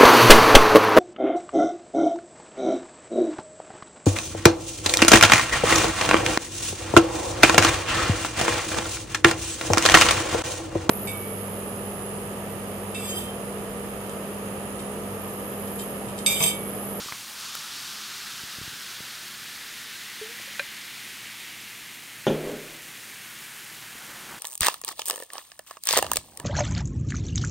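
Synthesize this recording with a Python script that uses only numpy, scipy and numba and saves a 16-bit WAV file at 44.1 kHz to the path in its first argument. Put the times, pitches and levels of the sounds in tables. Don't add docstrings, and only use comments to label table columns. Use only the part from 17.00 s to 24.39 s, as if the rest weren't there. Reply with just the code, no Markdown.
import sys
import numpy as np
from scipy import signal
from scipy.fft import rfft, irfft, next_fast_len
from scipy.io import wavfile
from scipy.ndimage import uniform_filter1d
from numba import njit

SR = 44100
rng = np.random.default_rng(int(sys.argv[2]) if len(sys.argv) > 2 else 0)


def int16_out(signal):
    q = np.round(np.clip(np.atleast_2d(signal).T, -1, 1) * 32767)
    wavfile.write(sys.argv[1], SR, q.astype(np.int16))


N = 325899
TIME = np.arange(N) / SR


def undb(db):
    return 10 ** (np.asarray(db) / 20)


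def unit(x):
    return x / np.sqrt(np.mean(x ** 2))


def curve(rows):
    time_s, level_db = np.transpose(rows)
    return np.interp(TIME, time_s, level_db)


def colour(x, points):
    freq_hz, gain_db = np.transpose(points)
    size = next_fast_len(N)
    bin_hz = np.maximum(np.arange(size // 2 + 1) * SR / size, 1)
    gain = undb(np.interp(np.log(bin_hz), np.log(freq_hz), gain_db))
    return unit(irfft(rfft(x, size) * gain, size)[:N])


def walk(rate_hz):
    hold = max(int(SR / rate_hz), 2)
    held = np.repeat(rng.standard_normal(N // hold + 1), hold)[:N]
    return unit(uniform_filter1d(uniform_filter1d(held, hold), hold))


@njit
def resonance(x, hz, width):
    out, band_state, low_state = np.empty(len(x)), 0., 0.
    for i in range(len(x)):
        g = np.tan(np.pi * hz[i] / SR)
        v = (band_state + g * (x[i] - low_state)) / (1 + g * (g + width))
        band_state = 2 * v - band_state
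        low_state = low_state + 2 * g * v
        out[i] = width * v
    return out


def band(x, hz, width, order=3):
    for _ in range(order):
        x = resonance(x, hz, width)
    return unit(x)


def highpass(x, hz):
    return signal.sosfilt(signal.butter(2, hz, "high", fs=SR, output="sos"), x)


def fade(t, t60_s):
    return np.exp(-np.log(1000) * t / t60_s)


def ring(hz, t60_s, glide_per_s=0):
    t = TIME[:SR]
    return np.sin(2 * np.pi * hz * t * (1 + glide_per_s * t / 2)) * fade(t, t60_s)


def modes(rows):
    return sum(undb(db) * ring(hz, t60_s) for hz, db, t60_s in rows)


def add(out, start_s, sound):
    i = max(int(start_s * SR), 0)
    out[i:i + len(sound)] += sound[:N - i]


def swells(rows):
    return sum(undb(db) * np.exp(-((TIME - peak_s) / half_s) ** 2) for peak_s, half_s, db in rows)


def bursts(rate_per_s, spread_db):
    happens = rng.random(N) < rate_per_s / SR
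    size = undb(spread_db * np.minimum(rng.exponential(size=N), 5))
    return unit(happens * size * rng.choice([-1, 1], N))


def bubbles(rate_per_s, spread_db, count=9):
    pitches_hz = np.geomspace(600, 14000, count)
    return sum(resonance(bursts(rate_per_s, spread_db), np.full(N, hz), 0.58) for hz in pitches_hz)


def room(air_db=-60, hum_db=1.5):
    # freq_hz, level_db
    partials = [(53.8, -75.5), (118.4, -68), (156.1, -72), (209.9, -65.5)]
    # freq_hz, gain_db
    air_colour = [(20, -20), (50, -8), (75, -14), (130, 0), (220, 0.5), (330, 3), (450, -3.5), (800, -26),
                  (3000, -49)]
    hum = np.zeros(N)
    for hz, db in partials:
        phase_rad = 2 * np.pi * hz * TIME + 1.96 * walk(7.6)
        hum += undb(db) * unit(np.sin(phase_rad) * undb(2.2 * walk(8.3)))
    return undb(hum_db) * hum + undb(air_db) * colour(rng.standard_normal(N), air_colour)


def churn(steady_db=-60.5):
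    # peak_s, half_length_s, level_db
    sloshes = [(0.01, 0.03, -49), (1.4, 0.6, -73), (7.2, 0.28, -52.5), (7.33, .025, -45.5)]
    # freq_hz, gain_db
    plop_colour = [(60, -16), (140, -3.5), (250, -1.5), (450, -9.5), (800, -5), (1500, -5), (4000, -47)]
    motion = undb(steady_db) + swells(sloshes)
    return colour(bursts(700, spread_db=0.5), plop_colour) * motion


def bumps(thud_hz=105, thud_t60_s=0.027, thud_db=-5):
    # start_s, level_db, contact_s
    pushes = [(0.0602, -38, 0.0014), (0.123, -45, 0.0011), (1.4353, -36, 0.0032), (1.5845, -33, 0.0027),
              (1.614, -31, 0.0029), (1.633, -40, 0.0051), (1.6774, -33, 0.0029), (1.731, -39, 0.0018),
              (2.005, -33, 0.0016), (3.212, -44, .003)]
    out = np.zeros(N)
    for start_s, db, contact_s in pushes:
        add(out, start_s, undb(db) * np.hanning(int(contact_s * SR) + 3))
        add(out, start_s + contact_s, -undb(db + thud_db) * ring(thud_hz, thud_t60_s))
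    return out


def glugs(swell_s=0.0038):
    # start_s, level_db, pitch_hz, t60_s
    large_bubbles = [(3.212, -29, 426, 0.19), (3.29, -41, 463, 0.18), (3.474, -38, 545, 0.064),
                     (3.595, -25, 560, 0.065), (5.386, -36, 320, 0.14), (5.436, -31, 396, 0.54),
                     (5.528, -30, 239, 0.18)]
    onset = 1 - np.exp(-TIME[:SR] / swell_s)
    out = np.zeros(N)
    for start_s, db, hz, t60_s in large_bubbles:
        add(out, start_s, undb(db) * ring(hz, t60_s, glide_per_s=0.65) * onset)
    return out


def ice(snap_t60_s=0.006, splinter_db=-22.0, splinter_t60_s=0.025):
    # start_s, level_db, pitch_hz, t60_s, snap_db (before the snap's high-pass)
    ticks = [(.060, -36, 420, .01, -50), (0.086, -29, 1160, 0.032, -44), (0.1228, -19.5, 1150, 0.0058, -35),
             (0.1237, -20.5, 2130, 0.009, -45), (0.1312, -28, 1400, .004, -40),
             (0.5523, -25.5, 1330, 0.011, -21), (3.399, -34, 600, 0.0086, -50),
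             (6.953, -36, 350, 0.011, -42)]
    # freq_hz, level_db, t60_s
    cube_modes = [(1050, -29, 0.011), (1583, 0, 0.056), (1780, -1, 0.032), (1900, -19, 0.026),
                  (2440, -2, 0.05), (4000, -13, 0.088)]
    clink_s, clink_db = 3.5952, -21
    out = np.zeros(N)
    for start_s, db, hz, t60_s, snap_db in ticks:
        noise = rng.standard_normal(SR) * fade(TIME[:SR], snap_t60_s)
        snap = undb(snap_db) * highpass(noise, hz=3000)
        add(out, start_s, undb(db) * ring(hz, t60_s) + snap)
    add(out, clink_s, undb(clink_db) * highpass(modes(cube_modes), hz=600))
    splinter = band(rng.standard_normal(N), np.full(N, 2000.), 1.3) * fade(TIME, splinter_t60_s)
    add(out, clink_s, undb(splinter_db) * splinter)
    return out


def knock(crack_db=-22, crack_t60_s=0.29, sing_db=-36, sing_t60_s=0.25):
    # freq_hz, level_db, t60_s
    glass_modes = [(113, -24, 0.47), (154.4, -3.5, 1), (216.7, 0.5, 0.46), (227.5, -2.5, 0.2),
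                   (296, -2, 0.25), (328, -13, .3), (369, -7, 0.31), (393, 3.5, 0.24), (410, 1.5, 0.31),
                   (495, 0, 0.1), (531, 3, 0.19), (598, -2, 0.46), (717, -9, 0.3), (812, 3.5, 0.05),
                   (1000, -14, 0.15), (1420, -4.5, 0.083), (1825, -15, .12), (2940, -16, .08),
                   (3260, -19, 0.33), (3500, -13, 0.16)]
    # start_s, level_db, contact_s
    blows = [(5.2677, -23, 0.00013), (5.2749, -29.5, 0.0025), (5.3017, -29.5, 0.00069), (5.342, -45, .0002),
             (5.442, -44, .0004), (5.473, -41, 0.00096), (5.538, -42, 0.0014)]
    # freq_hz, gain_db
    crack_colour = [(40, -22), (100, -8), (220, 10.5), (550, -1), (900, -8), (1400, -16), (2200, -16),
                    (3300, -8), (4100, -33), (6500, -18.5), (9000, -54)]
    # peak_s, half_length_s, level_db
    shudder_swells = [(5.505, .06, -41), (5.72, .04, -56)]
    # freq_hz, gain_db
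    shudder_colour = [(25, -4), (80, -18), (160, -18), (250, -3), (320, -0.5), (420, -0.5), (620, -5),
                      (760, -14), (1100, -18), (2500, -23.5), (6000, -58)]
    shudder_db, shudder_attack_s, shudder_t60_s = -27.5, .006, 1.11

    body, out = highpass(modes(glass_modes), hz=172), np.zeros(N)
    for start_s, db, contact_s in blows:
        push = np.hanning(int(contact_s * SR) + 3)
        add(out, start_s, undb(db) * np.convolve(body, push / push.sum()))

    knock_s = blows[0][0]
    crack = undb(crack_db) * colour(rng.standard_normal(N), crack_colour) * fade(TIME, crack_t60_s)
    sing = band(rng.standard_normal(N), np.full(N, 3200.), 0.33) * fade(TIME, sing_t60_s)
    add(out, knock_s, crack + undb(sing_db) * sing)

    age_s = np.maximum(TIME - knock_s, 0)
    dying = undb(shudder_db) * (1 - np.exp(-age_s / shudder_attack_s)) * fade(age_s, shudder_t60_s)
    shudder = colour(rng.standard_normal(N), shudder_colour) * (dying + swells(shudder_swells))
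    return out + shudder


def fizz(crackle_db=-10.5):
    # time_s, level_db
    foaming = [(0, 1), (.18, -5), (.34, -6), (.43, -.5), (1.15, 0.5), (2.4, -0.5), (3.6, 1.5), (4.5, .3),
               (5.0, -2.5), (6.3, -2), (7.39, -1.5)]
    # time_s, level_db
    spray_level = [(0, -43), (2.3, -43), (3.6, -42.5), (5.4, -44), (6.4, -41.5), (7.39, -41.5)]
    # freq_hz, gain_db
    spray_colour = [(300, -2.5), (600, -5.5), (850, -1), (1500, 2), (3000, 4), (5000, 0), (6800, 1.5),
                    (8000, 0.5), (9000, 2), (10500, 0), (12000, 1.5), (15000, -2), (16000, -1)]
    chorus_start_db, chorus_fade_db_per_s = -41, 1.0
    column_start_db, column_grow_db_per_s = -47.5, 0.2742
    fresh_bubble_hz, coarsen_oct_per_s = 4460, 0.12
    column_start_hz, rise_hz_per_s, foam_peak_s, sink_hz_per_s = 1216, 207, 4.5, 160

    foaming_db, spray_db = curve(foaming), curve(spray_level)
    chorus_db = chorus_start_db + foaming_db - chorus_fade_db_per_s * TIME
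    column_db = column_start_db + foaming_db + column_grow_db_per_s * TIME
    bubble_hz = fresh_bubble_hz * 2 ** (-coarsen_oct_per_s * TIME)
    rise_hz = rise_hz_per_s * np.minimum(TIME, foam_peak_s)
    sink_hz = sink_hz_per_s * np.maximum(TIME - foam_peak_s, 0)
    column_hz = column_start_hz + rise_hz - sink_hz
    rate_per_s = 15000 * np.exp(-TIME / 8)

    spray = colour(bubbles(.55 * rate_per_s, spread_db=2.5), spray_colour)
    spray = spray * undb(spray_db + 0.33 * walk(25.3))
    crackle = colour(bursts(350, spread_db=-0.5), spray_colour) * undb(spray_db + crackle_db)
    chorus = band(bursts(rate_per_s, spread_db=2.5), bubble_hz, 1.48)
    chorus = chorus * undb(chorus_db + 0.45 * walk(18))
    column = band(bursts(rate_per_s, spread_db=2.5), column_hz, 0.82)
    column = column * undb(column_db + .5 * walk(15))
    return spray + crackle + chorus + column


def scene():
    mono = room() + churn() + bumps() + glugs() + ice() + knock() + fizz()
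    return np.array([mono, mono])


def record(dry, low_hz=36, top_hz=15750):
    top_cut = signal.ellip(12, .1, 80, top_hz, fs=SR, output="sos")
    return signal.sosfilt(top_cut, highpass(dry, low_hz))


dry = scene()
out = record(dry)
int16_out(out)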